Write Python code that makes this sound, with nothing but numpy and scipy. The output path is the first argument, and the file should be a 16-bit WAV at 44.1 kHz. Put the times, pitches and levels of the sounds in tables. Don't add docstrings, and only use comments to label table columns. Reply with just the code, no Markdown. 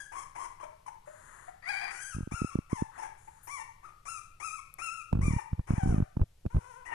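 import sys
import numpy as np
from scipy import signal
from scipy.fft import rfft, irfft, next_fast_len
from scipy.io import wavfile
from scipy.ndimage import uniform_filter1d, map_coordinates

SR = 44100
rng = np.random.default_rng(int(sys.argv[2]) if len(sys.argv) > 2 else 0)


def file_out(sig):
    cols = np.atleast_2d(sig).T
    lim = np.clip(cols, -1, 1)
    pcm = np.round(lim * 32767).astype(np.int16)
    wavfile.write(sys.argv[1], SR, pcm)


N = 306042

# start_s, length_s, rise_s, drop_begins_after_s,
# top_pitch_hz, end_pitch_hz, quavers_per_s (sign has no effect), voice_db, voice_fade_db_per_s,
# nasal_treble_db, mouth_opening_db, air_share (0-1)
WHINE_ROWS = [ (0.0, 0.074, 0.0023, 0.0069, 1663, 1540, 8, -49, 220, -52.5, -18, 0.17),
              (0.117, 0.126, 0.074, 0.11, 1099, 1080, -0.5, -43, 139, -50, -12, 0.27),
              (0.35, 0.12, .08, 0.07, 1064, 976, -7, -42, 35, -50, -13, 0.26),
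              (0.596, 0.06, 0.02, 0.0087, 1083, 810, -6.5, -46.5, 30, -61.5, -23, 0.31),
              (0.86, 0.037, 0.0057, .0, 1025, 820, 7, -45.5, 120, -58, -25, 0.18),
              (1.905, 0.26, .14, .19, 1590, 1268, -1, -48.5, 57, -44.5, 7, 0.06),
              (2.31, 0.25, 0.044, 0.16, 1369, 1113, 7.5, -45, 61, -47.5, 1.5, 0.11),
              (2.695, .13, 0.059, 0.034, 1154, 894, 12, -46, -30, -51.5, -3, 0.03),
              (2.976, 0.099, 0.021, 0.033, 888, 812, 1, -42.5, 51, -52.5, -8, 0.33),
              (3.47, .16, 0.051, 0.072, 1140, 935, -3, -45.5, -1, -47, 4, 0.02),
              (3.826, 0.083, 0.027, 0.097, 1244, 1270, 2.5, -53.5, 3, -66.5, -16, 0.27),
              (4.052, 0.15, 0.049, 0.092, 1358, 1169, 7, -45.5, 67, -45, 4.5, 0.03),
              (4.399, 0.21, 0.05, 0.15, 1311, 1082, 10.5, -43, 61, -45, 4.5, 0.03),
              (4.783, .25, .05, 0.2, 1382, 1175, 9, -40, 64, -44.5, 12, 0),
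              (5.213, .21, .035, 0.067, 1190, 920, -0.5, -44.5, 37, -46.5, 6.5, 0.07),
              (6.85, 0.12, 0.013, 0.016, 984, 907, 0, -50.5, -140, -60, 17, 0.36), ]
# start_s, middle_pitch_hz, level_db
SQUEAK_ROWS = [(.63, 641, -39.5), (.876, 887, -38.5), (1.072, 622, -41), (1.478, 750, -40),
               (3.04, 852, -36), (3.274, 898, -43), (3.577, 990, -39), (4.574, 1060, -61),
               (5.383, 907, -31.5)]
# time_s, low_rush_db, hiss_db
SNIFF_CURVES = [
    [(1.05, -66, -59.5), (1.302, -59.5, -54), (1.494, -60.5, -56.5), (1.56, -86, -85)],
    [(2.91, -64, -75), (2.99, -52, -51)],
    [(3.17, -76, -57.5), (3.422, -72, -62.5), (3.47, -66, -47)],
]
# start_s, level_db, push_to_rebound_ms
KNOCK_ROWS = [(2.275, -25, 1.9), (2.321, -22.5, 2.27), (2.341, -23, 4.3), (2.419, -14.5, 2.18),
              (2.447, -16.5, 2.07), (2.556, -12.5, 2.12), (2.589, -14.5, 2.2), (2.731, -12, 2.03),
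              (2.823, -13, 2.18), (5.132, -10.5, 2.9), (5.532, -15, 3.8), (5.595, -14, 4.4),
              (5.707, -9.5, 2.9), (5.737, -13, 3.3), (5.782, -13.5, 3.4), (5.835, -12, 3.5),
              (6.171, -14, 3.1), (6.196, -23.5, 2.5), (6.217, -9, 6.2), (6.455, -24, 1.54),
              (6.464, -15.5, 3.6), (6.548, -14.5, 3.75), (6.568, -8.5, 5.9)]
# start_s, level_db
TAP_ROWS = [(5.129, -23), (5.152, -32), (5.595, -37), (5.706, -30), (6.168, -32.5), (6.196, -34),
            (6.463, -33.5), (6.568, -53)]
# start_s, level_db
CLICK_ROWS = [(4.7405, -30.5)]
# start_s, level_db
SNORT_ROWS = [(3.432, -52)]
# frequency_hz, level_db
BRIGHT_COLOUR = [(4000, -58), (7000, -35), (9000, -5)]
# frequency_hz, level_db
THROAT_COLOUR = [(120, -86), (300, -0.5), (480, -2.5), (750, 11), (950, 11), (1350, 4), (1700, 2.5),
                 (2300, 5.5), (2700, -8), (3200, -16.5), (4200, -30.5), (5200, -65)]
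# frequency_hz, level_db
MOUTH_COLOUR = [(300, -17), (780, 6.5), (1150, 11), (1600, 5), (1950, 18.5), (2350, 8), (2800, -14.5),
                (3300, -10), (4300, -14), (4780, 4.5), (5400, -52), (7000, -29)]
# frequency_hz, level_db
NOSE_COLOUR = [(2800, -38), (4500, -10), (5500, 7.5), (6700, 8), (7800, 4.5), (9600, 9), (11000, 0.5),
               (11900, -28), (13000, -70)]
# frequency_hz, level_db
RUSH_COLOUR = [(250, -15.5), (600, -6), (1000, 4), (1900, 2.5), (2600, -19), (4300, -22), (5500, -51),
               (8000, -56)]
# frequency_hz, level_db
SNIFF_HISS_COLOUR = [(3000, -61), (5300, -18), (6900, 5.5), (8000, -1.5), (9800, 3), (11500, -7.5),
                     (13000, -54)]
# frequency_hz, level_db
RUB_COLOUR = [(30, 5), (130, 4.5), (260, -12.5), (500, -20), (1200, -39), (3000, -51), (6000, -69)]
# frequency_hz, level_db
CONTACT_COLOUR = [(400, 0.5), (1200, -15), (2500, -29), (4500, -64), (8000, -66)]
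# frequency_hz, level_db
HUM_COLOUR = [(20, 6.5), (45, -5), (100, -2.5), (160, -9), (250, -31), (500, -28.5), (1500, -35)]
# frequency_hz, level_db
HISS_COLOUR = [(500, -19), (1200, -26.5), (3000, -25), (10500, -32), (12500, -56)]
# frequency_hz, gain_db
MUFFLE_GAIN = [(200, 3.5), (360, -2.5), (660, -7), (1200, -13.5), (2200, -14.5), (4000, -21.5), (7000, -29)]
# frequency_hz, decay_s
ROOM_DECAY = [(200, 0.57), (1000, 0.55), (2500, 0.64), (6000, 0.42), (12000, 0.4)]
# time_s, pitch_hz, voice_db, nasal_treble_db, air_share (0-1)
MOAN_CURVES = [
    [(5.67, 951, -52, -61, 0.82), (5.745, 1000, -52.5, -58, 1), (5.805, 806, -42, -58, 0.06),
     (5.84, 745, -46, -59, 0.07), (5.89, 769, -50, -55, 0), (5.94, 663, -51.5, -61, 0.19),
     (6.0, 592, -58, -70, 0.4)],
    [(6.5, 457, -59.5, -75, 0.34), (6.545, 521.7, -57, -67.5, 0), (6.62, 468, -60.5, -68, 0.4),
     (6.685, 525, -55, -66, 0.1), (6.74, 457.6, -56.5, -64, 0.05), (6.78, 522, -54.5, -70, 0),
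     (6.845, 492, -63.5, -84, 0.25)],
]
# start_s, length_s, slip_count,
# slowing (0-1), level_db, push_to_rebound_ms
JUDDER_ROWS = [(2.15, 0.082, 5, 0.25, -22.5, 3.4), (5.155, 0.21, 10, 0.27, -13.5, 4.16),
               (5.86, .165, 10, .18, -13.5, 3.06)]
# time_s, pitch_hz, voice_db, nasal_treble_db, air_share (0-1)
YELP_CURVE = [(1.622, 585, -57, -81, 0.7), (1.69, 790.3, -36, -52, 0.19), (1.801, 790, -41, -57.5, 0.29),
              (1.922, 806, -45.5, -64, 0.89)]
# frequency_hz, left_over_right_db
CASE_BALANCE_GAIN = [(60, 0), (150, -0.5), (350, -5.5), (900, -9.5), (3000, 11.5)]

LIP_WIDTH = 0.26
TOP_HZ = 13100
SCOOP = 0.22
QUAVER_DEPTH_HZ, DROP_S = 75.4, 0.062
CLOSING_DB = -7.5
VOICE_SWELL_DB, TREBLE_SWELL_DB = 7, 10
TREBLE_FADE_DB_PER_S = 78
ONSET_AIR, DROP_AIR = 0.8, 0.1
SLIP_SCATTER_DB, SLIP_WIDTH_SCATTER = 1.7, 0.24


def puppy():
    out = np.zeros(N)
    for start, *shape in WHINE_ROWS:
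        add(out, start, whine(*shape))
    for rows in MOAN_CURVES:
        add(out, rows[0][0], moan(rows))
    add(out, YELP_CURVE[0][0], yelp())
    for start, hz, db in SQUEAK_ROWS:
        add(out, start, squeak(hz, db))
    for rows in SNIFF_CURVES:
        add(out, rows[0][0], sniff(rows))
    return out + ticks(SNORT_ROWS, BRIGHT_COLOUR, t60=0.45)


def whine(length, rise_s, drop_at, top_hz, end_hz, quaver_rate, voice_db, fade_db_per_s, treble_db, mouth_db, air):
    t = np.arange(round(length * SR)) / SR
    slack = np.clip(1 - t / rise_s, 0, 1)
    held = np.maximum(t - rise_s, 0)
    drop = ease((t - drop_at) / DROP_S)
    quaver = QUAVER_DEPTH_HZ * np.sin(np.pi * quaver_rate * held) ** 2
    rising = (top_hz - quaver) * (1 - SCOOP * slack ** 1.5)
    pitch = rising * (1 - drop) + end_hz * drop
    voice_level = voice_db - VOICE_SWELL_DB * slack - fade_db_per_s * held
    treble_level = treble_db - TREBLE_SWELL_DB * slack - TREBLE_FADE_DB_PER_S * held
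    air_share = air + (ONSET_AIR - air) * slack ** 1.44 + DROP_AIR * drop
    mouth_level = mouth_db + CLOSING_DB * (slack + drop)
    return cry(t, pitch, voice_level, treble_level, air_share, mouth_level, THROAT_COLOUR)


def moan(rows):
    return cry(*curves(rows), mouth_db=-11.5, tract=THROAT_COLOUR)


def yelp():
    return cry(*curves(YELP_CURVE), mouth_db=3.8, tract=MOUTH_COLOUR)


def cry(t, pitch, voice_db, treble_db, air, mouth_db, tract):
    air = np.clip(air, 0.01, 0.95)
    warble = 0.006 + 0.045 * np.sqrt(np.minimum(air, 0.2))
    slow_waver = warble * wobble(t, 60)
    fast_waver = 0.025 * np.sqrt(air) * wobble(t, 250)
    pitch = pitch * (1 + slow_waver + fast_waver)
    phase = 2 * np.pi * np.cumsum(pitch) / SR
    voice = amp(voice_db) * voiced(pitch, phase, tract, mouth_db, fuzz=air, breath=air ** 2)
    nasal = voiced(pitch, phase, NOSE_COLOUR, mouth_db, fuzz=air ** 0.42, breath=air)
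    treble = amp(treble_db - 4.0) * nasal
    loudness_waver = amp(1.42 * wobble(t, 72.6))
    return (voice + treble) * loudness_waver * fade(t, rise=0.0038, fall=0.0082)


def voiced(pitch, phase, tract, mouth_db, fuzz, breath):
    k = np.arange(1, int(TOP_HZ / pitch.min()) + 1)[:, None]
    t = np.arange(len(pitch)) / SR
    hz = k * pitch
    opening = np.exp(-(np.log(hz / 2200) / LIP_WIDTH) ** 2)
    gain = amp(along(tract, hz) + mouth_db * opening) * (hz < TOP_HZ)
    flutter = np.array([wobble(t, 260) + 1j * wobble(t, 260) for _ in k]) / np.sqrt(2)
    steadiness = np.sqrt(1 - fuzz) + np.sqrt(fuzz) * flutter
    harmonics = np.imag(steadiness * np.exp(1j * k * phase))
    tone = np.sum(gain * harmonics, 0) / np.sqrt(np.sum(gain ** 2, 0) / 2 + 1e-20)
    puffs = unit(noise(tract, len(pitch)) * (1 + 0.094 * np.cos(phase)))
    return np.sqrt(1 - breath) * tone + np.sqrt(breath) * puffs


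def squeak(hz, db):
    t = np.arange(SR // 30) / SR
    pitch = hz * (1 + 5 * (t - t.mean()))
    phase = 2 * np.pi * np.cumsum(pitch) / SR
    tone = np.sin(phase) + 0.037 * np.sin(2 * phase)
    breath = 0.21 * noise(THROAT_COLOUR, len(t))
    return amp(db) * (tone + breath) * fade(t, rise=0.0063, fall=0.041)


def sniff(rows):
    t, rush_db, hiss_db = curves(rows)
    rush = amp(rush_db) * noise(RUSH_COLOUR, len(t))
    hiss = amp(hiss_db - 12) * noise(SNIFF_HISS_COLOUR, len(t))
    return (rush + hiss) * fade(t, rise=0.016, fall=0.02)


def ticks(rows, colour, t60):
    out = np.zeros(N)
    t = np.arange(SR // 20) / SR
    for start, db in rows:
        add(out, start, amp(db - 60 * t / t60) * noise(colour, len(t)))
    return out


def knocks(edge_db=-18, edge_ms=0.55):
    out = np.zeros(N)
    t = np.arange(-SR // 50, SR // 20) / SR
    edge = amp(edge_db) * dent(t, edge_ms, skew=0.6)
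    for start, db, ms in [*KNOCK_ROWS, *slips()]:
        add(out, start + t[0], amp(db) * (dent(t, ms, skew=0.21) + edge))
    return out


def slips():
    rows = []
    for start, length, count, slowing, db, ms in JUDDER_ROWS:
        for u in np.linspace(0, 1, round(count)):
            strength, width = rng.standard_normal(2)
            when = start + length * u * (1 - slowing * (1 - u))
            level = db + SLIP_SCATTER_DB * strength
            rows.append((when, level, ms * np.exp(SLIP_WIDTH_SCATTER * width)))
    return rows


def dent(t, ms, skew):
    u = 2 * t / (ms / 1000) - 1.1
    bump = np.exp(-(np.log(np.maximum(1 + skew * u, 1e-6)) / skew) ** 2 / 2)
    push = -np.gradient(bump)
    return push / np.abs(push).max()


def rubbing(blows):
    grip = uniform_filter1d(np.abs(blows), size=SR // 25)
    return grip ** 2 / grip.max() * noise(RUB_COLOUR, N)


def room(x):
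    hz, t, z = signal.stft(rng.standard_normal(SR * 2 // 3), SR, nperseg=256)
    decay = amp(-60 * t / along(ROOM_DECAY, hz)[:, None])
    tail = signal.istft(z * decay, SR, nperseg=256)[1]
    echo = np.pad(tail / np.linalg.norm(tail), (SR // 200, 0))
    return signal.fftconvolve(x, echo)[:N]


def ports(x, lead_ms):
    return two_ports(x, lead_ms, lambda hz: along(MUFFLE_GAIN, hz))


def through_case(x, lead_ms):
    return two_ports(x, lead_ms, lambda hz: -along(CASE_BALANCE_GAIN, hz))


def two_ports(x, lead_ms, right_db):
    shift = lambda hz: np.exp(1j * np.pi * hz * lead_ms / 1000)
    left = filtered(x, lambda hz: 1 / shift(hz))
    right = filtered(x, lambda hz: shift(hz) * amp(right_db(hz)))
    return np.array([left, right])


def background():
    hum = amp(-61.5) * noise(HUM_COLOUR, N)
    hiss = amp([[-72], [-79]]) * np.array([noise(HISS_COLOUR, N), noise(HISS_COLOUR, N)])
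    return hum + hiss


def amp(db):
    return 10 ** (np.asarray(db) / 20)


def unit(x):
    return x / np.sqrt(np.mean(x ** 2) + 1e-20)


def along(points, hz):
    f, v = np.transpose(points)
    return np.interp(np.log(hz + 1), np.log(f + 1), v)


def curves(rows):
    s, *cols = np.transpose(rows)
    t = np.arange(round(s[0] * SR), round(s[-1] * SR)) / SR
    return [t] + [np.interp(t, s, c) for c in cols]


def add(track, start_s, x):
    i = max(round(start_s * SR), 0)
    track[i:i + len(x)] += x[:max(N - i, 0)]


def wobble(t, rate):
    return map_coordinates(rng.standard_normal(2048), [(t - t[0]) * rate], mode="wrap")


def filtered(x, response):
    n = len(x)
    m = next_fast_len(n + 4096)
    return irfft(rfft(x, m) * response(np.fft.rfftfreq(m, 1 / SR)), m)[:n]


def noise(spectrum, n):
    white = rng.standard_normal(max(n, SR // 2))
    return unit(filtered(white, lambda hz: amp(along(spectrum, hz))))[:n]


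def fade(t, rise, fall):
    return np.clip((t - t[0]) / rise, 0, 1) * np.clip((t[-1] - t) / fall, 0, 1)


def ease(x):
    return np.sin(np.pi / 2 * np.clip(x, 0, 1)) ** 2


def scene():
    calls = puppy()
    click = ticks(CLICK_ROWS, BRIGHT_COLOUR, t60=0.0082)
    air = amp(6.5) * calls + amp(2.0) * room(calls) + click
    diffuse = amp(-10.5) * np.array([room(calls), ports(room(calls), 0)[1]])
    blows = knocks()
    taps = ticks(TAP_ROWS, CONTACT_COLOUR, t60=0.019)
    case = amp(-1.5) * blows + rubbing(blows) + taps
    handling = amp(-3.38) * through_case(case, lead_ms=0.75)
    return ports(air, lead_ms=-0.66) + diffuse + handling + background()


def record(dry):
    return np.array([filtered(channel, lambda hz: hz < TOP_HZ) for channel in dry])


dry = scene()
out = record(dry)
file_out(out)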